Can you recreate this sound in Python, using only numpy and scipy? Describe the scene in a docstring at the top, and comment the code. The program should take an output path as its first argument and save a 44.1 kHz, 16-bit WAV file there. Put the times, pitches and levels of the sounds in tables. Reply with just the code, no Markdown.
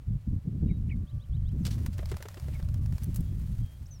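"""Open field of dry grass. Wind buffets the microphone; small birds call far off; a mosquito whines.
A pigeon-sized bird bursts out of the grass and climbs away, wing tips clapping, feathers humming.
A dog gallops after it: paws thud on the turf, stalks crackle and swish against its body."""
import sys
import numpy as np
from scipy import signal
from scipy.fft import rfft, irfft
from scipy.io import wavfile
from scipy.ndimage import uniform_filter1d

SR = 44100
rng = np.random.default_rng(int(sys.argv[2]) if len(sys.argv) > 2 else 0)


def transcribe(u):
    """Save the signal u as a 16-bit wav file named by the first command-line argument.

    u: samples, shape (n,) or (channels, n), limited to [-1, 1]; the rate is SR.
    q: integer samples, one column per channel.
    """
    v = np.clip(np.atleast_2d(u).T, -1, 1)
    q = np.round(v * 32767).astype(np.int16)
    wavfile.write(sys.argv[1], SR, q)


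N = 176400
T = np.arange(N) / SR
SNAP_ATTACK_S, SWIPE_ATTACK_S = 0.00071, 0.0039
RASP = 0.022  # rms pitch deviation / pitch


def from_db(db):
    """Decibels to gain."""
    return 10 ** (np.asarray(db) / 20)


def rms_one(x):
    """Scale to rms 1."""
    return x / np.sqrt(np.mean(x ** 2) + 1e-20)


def coloured(x, colour):
    """Filter by (f/Hz, level/dB) points, rolling off beyond the ends; rms 1."""
    hz, db = np.transpose(colour)
    f_hz = np.arange(N // 2 + 1) * SR / N + 1e-3
    rolloff = np.minimum(1, f_hz / hz[0]) ** 2 * np.minimum(1, hz[-1] / f_hz) ** 2
    gain = from_db(np.interp(np.log(f_hz), np.log(hz), db))
    return rms_one(irfft(rfft(x) * rolloff * gain, N))


def noise(colour):
    """Coloured noise; rms 1."""
    return coloured(rng.standard_normal(N), colour)


def evened(x, span_s):
    """Hold the running rms near 1."""
    power = uniform_filter1d(x ** 2, max(int(span_s * SR), 2))
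    return x / np.sqrt(np.abs(power) + 1e-9)


def pulse(at_s, attack_s, decay_s, hold_s=0):
    """Linear rise to 1 at at_s, hold, exponential decay."""
    rise = np.clip((T - at_s) / attack_s + 1, 0, 1)
    return rise * np.exp(-np.clip((T - at_s - hold_s) / decay_s, 0, 40))


def lumps(spread_db):
    """Gain wandering at about 10-20 Hz; rms 1."""
    return rms_one(from_db(spread_db * noise([(10, 0), (20, 0)])))


def crackle(per_s, spread_db):
    """Random clicks of uneven size; rms 1."""
    sizes = from_db(spread_db * np.minimum(rng.exponential(1, N), 5)) * rng.choice([-1, 1], N)
    return rms_one(sizes * (rng.random(N) < per_s / SR))


def resonance(x, hz, width_hz):
    """Two-pole band-pass, unity peak gain."""
    r = np.exp(-np.pi * width_hz / SR)
    feedback = [1, -2 * r * np.cos(2 * np.pi * hz / SR), r * r]
    return signal.lfilter(np.array([1, 0, -1]) * (1 - r * r) / 2, feedback, x)


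def note(start_s, db, shape, rough=0.0076):
    """Sine along (t/s from start, f/Hz, relative level/dB) points, roughened by pitch jitter."""
    at_s, hz, shape_db = np.transpose(shape)
    age_s = T - start_s
    jitter = rms_one(uniform_filter1d(rng.standard_normal(N), size=90))
    pitch_hz = np.interp(age_s, at_s, hz) * (1 + rough * jitter)
    gate = (T > start_s) * (T < start_s + at_s[-1])
    level = uniform_filter1d(from_db(db + np.interp(age_s, at_s, shape_db)) * gate, size=90)
    return np.sqrt(2) * level * np.sin(2 * np.pi * np.cumsum(pitch_hz) / SR)


def wind():
    """Eddies rumble on the microphone in buffets, with a higher, lumpy flutter, over faint still air."""
    # buffets: t/s, length/s, rumble level/dB, flutter level/dB before flutter_gain_db
    buffets = [(0.08, 0.087, -28, -48), (0.277, 0.1, -28.5, -46), (0.46, 0.037, -39, -39),
               (.52, 0.28, -34, -45), (0.619, .1, -27, -37), (0.759, 0.28, -31, -47.5),
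               (1.133, 0.058, -31.5, -57), (1.299, .2, -29, -57), (1.517, 0.15, -30.5, -43),
               (1.672, 0.23, -30.5, -47), (1.92, .24, -33, -60.5), (2.429, 0.17, -33.5, -56),
               (2.633, 0.326, -28.5, -52), (3.012, 0.45, -32, -52), (3.08, .02, -34, -41),
               (3.191, 0.018, -26.5, -42), (3.494, 0.05, -29.5, -49), (3.586, 0.066, -28.5, -56),
               (3.818, 0.015, -36.5, -64)]
    # rumble, flutter and still-air spectra: f/Hz, relative level/dB
    rumble_colour = [(25, -7), (75, 0), (135, -5.5), (200, -26.5), (330, -52)]
    flutter_colour = [(180, 14.5), (250, 2.5), (1100, -49.5)]
    air_colour = [(150, -0.5), (1000, -15), (16000, -34)]
    eddy_s, flutter_gain_db = 0.02765, 8
    rumble_lull_db, flutter_lull_db, air_db = -44.5, -73, -67
    at_s, length_s, rumble_db, flutter_db = np.transpose(buffets)[:, :, None]
    gates = pulse(at_s, attack_s=0.017, decay_s=0.0091, hold_s=length_s)
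    rumble_level = np.hypot(np.max(from_db(rumble_db) * gates, axis=0), from_db(rumble_lull_db))
    flutter_level = np.hypot(np.max(from_db(flutter_db) * gates, axis=0), from_db(flutter_lull_db))
    rumble = rumble_level * evened(noise(rumble_colour), eddy_s)
    flutter = flutter_level * lumps(spread_db=3) * evened(noise(flutter_colour), eddy_s)
    return rumble + from_db(flutter_gain_db) * flutter + from_db(air_db) * noise(air_colour)


def far_birds():
    """Raspy chirps, a see-saw song, steady-pitched whistles and a thin falling note."""
    # note shapes: t/s from start, f/Hz, relative level/dB
    chirp_shape = [(0, 1950, -19), (.011, 3060, -5.5), (.015, 1820, -8.5), (.023, 2464, -2.5),
                   (.033, 2200, 4), (.058, 2080, -20)]
    seesaw_shape = [(0, 3110, -1.5), (.033, 3900, 2.5), (.0415, 4070, -12), (.043, 2950, 2),
                    (.059, 3400, -8)]
    falling_shape = [(0, 5050, -8), (.01, 5860, -4), (.016, 8500, -16), (.046, 6200, -70), (.052, 6200, 1),
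                     (.078, 5980, -1), (.125, 5230, -11)]
    # chirps: t/s, level/dB
    chirps = [(0.676, -60.5), (0.889, -50), (2.524, -57)]
    # whistles: t/s, length/s, f/Hz, level/dB
    whistles = [(0.667, 0.11, 3812, -70.5), (3.24, 0.11, 3300, -74.5), (3.61, 0.16, 3216, -68.5)]
    song_start_s, song_period_s = 1.069, 0.1275
    calls = sum(note(at_s, db, chirp_shape, RASP) for at_s, db in chirps)
    calls += sum(note(song_start_s + k * song_period_s, db=-69, shape=seesaw_shape) for k in range(4))
    for at_s, length_s, hz, db in whistles:
        calls += note(at_s, db, [(0, hz, -6), (0.052, hz, 0), (length_s, hz, -6)])
    return calls + note(start_s=3.858, db=-56, shape=falling_shape)


def mosquito():
    """The wingbeat tone and its octave swell and fade as it drifts past."""
    # passes: t/s, length/s, level/dB
    passes = [(0.89, 0.52, -74.5), (2.526, 0.58, -73)]
    wingbeat_hz = 585
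    return sum(note(at_s, db, [(0, hz, -10), (length_s / 2, hz, 0), (length_s, hz, -10)], rough=0.0072)
               for at_s, length_s, db in passes for hz in (wingbeat_hz, 2 * wingbeat_hz))


def grass():
    """Stalks brush and crackle along the running dog; a few whip and snap."""
    # rustle envelope: t/s, level/dB
    envelope = [(1.45, -74), (1.7, -61.5), (1.83, -59), (1.9, -63), (2.12, -61), (2.32, -60.5),
                (2.55, -58.5), (2.66, -64.5), (2.88, -64.5), (3.02, -56.5), (3.08, -61), (3.17, -59.5),
                (3.33, -63.5), (3.46, -60), (4, -69.5)]
    # snapping stalks: t/s, level/dB, decay/s
    snaps = [(3.035, -41, 0.0018), (3.043, -40, .0014), (3.145, -43, 0.0048), (3.1601, -37, 0.0066),
             (3.207, -47, .003)]
    # rustle and snap spectra: f/Hz, relative level/dB
    rustle_colour = [(550, 6.5), (2000, 2), (5000, -3), (16000, -5)]
    snap_colour = [(600, -8), (3500, -8), (6000, -1.5), (16000, 2)]
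    brush_share = 0.41
    tall_grass_s, thin_below_hz, low_loss = 2.6, 3760, 0.31
    stalks = np.sqrt(1 - brush_share) * crackle(per_s=2300, spread_db=3)
    brush = np.sqrt(brush_share) * rng.standard_normal(N)
    rustle = coloured(stalks + brush, rustle_colour)
    lows = signal.sosfilt(signal.butter(1, thin_below_hz, fs=SR, output="sos"), rustle)
    rustle -= low_loss * np.clip((T - tall_grass_s) / 0.092, 0, 1) * lows  # thinner in tall grass
    snap_level = sum(from_db(db) * pulse(at_s, SNAP_ATTACK_S, decay_s) for at_s, db, decay_s in snaps)
    rustle_level = from_db(np.interp(T, *np.transpose(envelope)))
    return snap_level * noise(snap_colour) + rustle_level * lumps(spread_db=1.5) * rustle


def takeoff():
    """Feathers thrash through the stalks in short swipes; a thin falling swish precedes the loudest."""
    # swipes: t/s, level/dB, decay/s
    swipes = [(1.492, -56, 0.0012), (1.6543, -35.5, .0045), (1.666, -39.5, .012), (1.709, -47.5, 0.029),
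              (1.932, -55.5, 0.019), (2.091, -51, 0.018)]
    # swipe spectrum: f/Hz, relative level/dB
    swipe_colour = [(900, -2), (1700, -3), (4600, 2.5), (16000, -12)]
    # swish: t/s from start, f/Hz, level/dB
    swish_shape = [(0, 7460, -72), (.044, 4200, -73)]
    grains = coloured(crackle(per_s=13000, spread_db=4.5), swipe_colour)
    level = sum(from_db(db) * pulse(at_s, SWIPE_ATTACK_S, decay_s) for at_s, db, decay_s in swipes)
    return level * grains + note(start_s=1.607, db=0, shape=swish_shape, rough=RASP)


def paws():
    """Each paw lands with a hollow thud of turf and a crunch of dry stalks."""
    # footfalls: t/s, level/dB, thud f/Hz
    footfalls = [(1.68, -47, 495), (1.9925, -37, 373), (2.031, -45.5, 620), (2.12, -34.5, 365),
                 (2.143, -44, 403), (2.207, -44, 556), (2.257, -39, 415), (2.374, -40.5, 365),
                 (2.485, -43.5, 346), (2.599, -45, 340)]
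    # crunch spectrum: f/Hz, relative level/dB
    crunch_colour = [(450, 5.5), (750, -4.5), (1800, -10), (16000, -34)]
    attack_s, turf_decay_s, crunch_decay_s, crunch_gain_db = 0.0051, 0.0058, 0.0062, -3.5
    crunch = from_db(crunch_gain_db) * evened(noise(crunch_colour), crunch_decay_s)
    steps = np.zeros(N)
    for at_s, db, hz in footfalls:
        thud = pulse(at_s, attack_s, turf_decay_s) * np.sin(2 * np.pi * hz * (T - at_s))
        steps += from_db(db) * (thud + pulse(at_s, attack_s, crunch_decay_s) * crunch)
    return steps


def wing_claps():
    """Wing tips meet in a sharp clap with a hollow body; feathers then brush apart."""
    # claps: t/s, level/dB
    claps = [(1.863, -37.5), (1.982, -45.5), (2.0577, -45), (2.116, -43.5), (2.169, -42.5), (2.226, -39.5),
             (2.2858, -42.5), (2.344, -47.5), (2.3988, -48.5), (2.6269, -51.5), (2.688, -51.5),
             (2.743, -47.5), (2.8604, -49.5), (2.9249, -51.5), (2.982, -47.5)]
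    # clap spectrum: f/Hz, relative level/dB
    clap_colour = [(600, 7), (3000, -4.5), (5000, 0), (16000, -9.5)]
    brush_gain_db, click_gain_db, body_gain_db = -13.5, 10.5, -1
    feathers = evened(noise(clap_colour), span_s=0.0068)
    cracks = np.zeros(N)
    for at_s, db in claps:
        hit = pulse(at_s, SNAP_ATTACK_S, decay_s=0.0017)
        brush = from_db(brush_gain_db) * pulse(at_s, SWIPE_ATTACK_S, decay_s=0.01)
        cracks += from_db(db) * (hit + brush) * feathers
        cracks[int(at_s * SR)] += from_db(db + click_gain_db)
    return cracks + from_db(body_gain_db) * resonance(cracks, hz=1560, width_hz=1100)


def wing_hum():
    """Air hums through the flight feathers on each stroke, fading as the bird climbs away."""
    hum_hz, width_hz, stroke_hz = 598, 87, 15
    peak_s, peak_db = 2.03, -58
    air = resonance(rng.standard_normal(N), hum_hz, width_hz)
    hum = rms_one(resonance(air, hum_hz, width_hz))
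    strokes = np.cos(np.pi * stroke_hz * (T - peak_s)) ** 2
    return from_db(peak_db) * hum * strokes * pulse(peak_s, attack_s=2 / stroke_hz, decay_s=0.86)


def scene():
    """All sources in open air, mono."""
    return (wind() + takeoff() + wing_claps() + wing_hum() + paws() + grass()
            + far_birds() + mosquito())[None]


def record(dry):
    """Steep low-pass."""
    cutoff_hz = 16200
    return signal.sosfilt(signal.ellip(10, .1, 80, cutoff_hz, fs=SR, output="sos"), dry)


dry = scene()
out = record(dry)
transcribe(out)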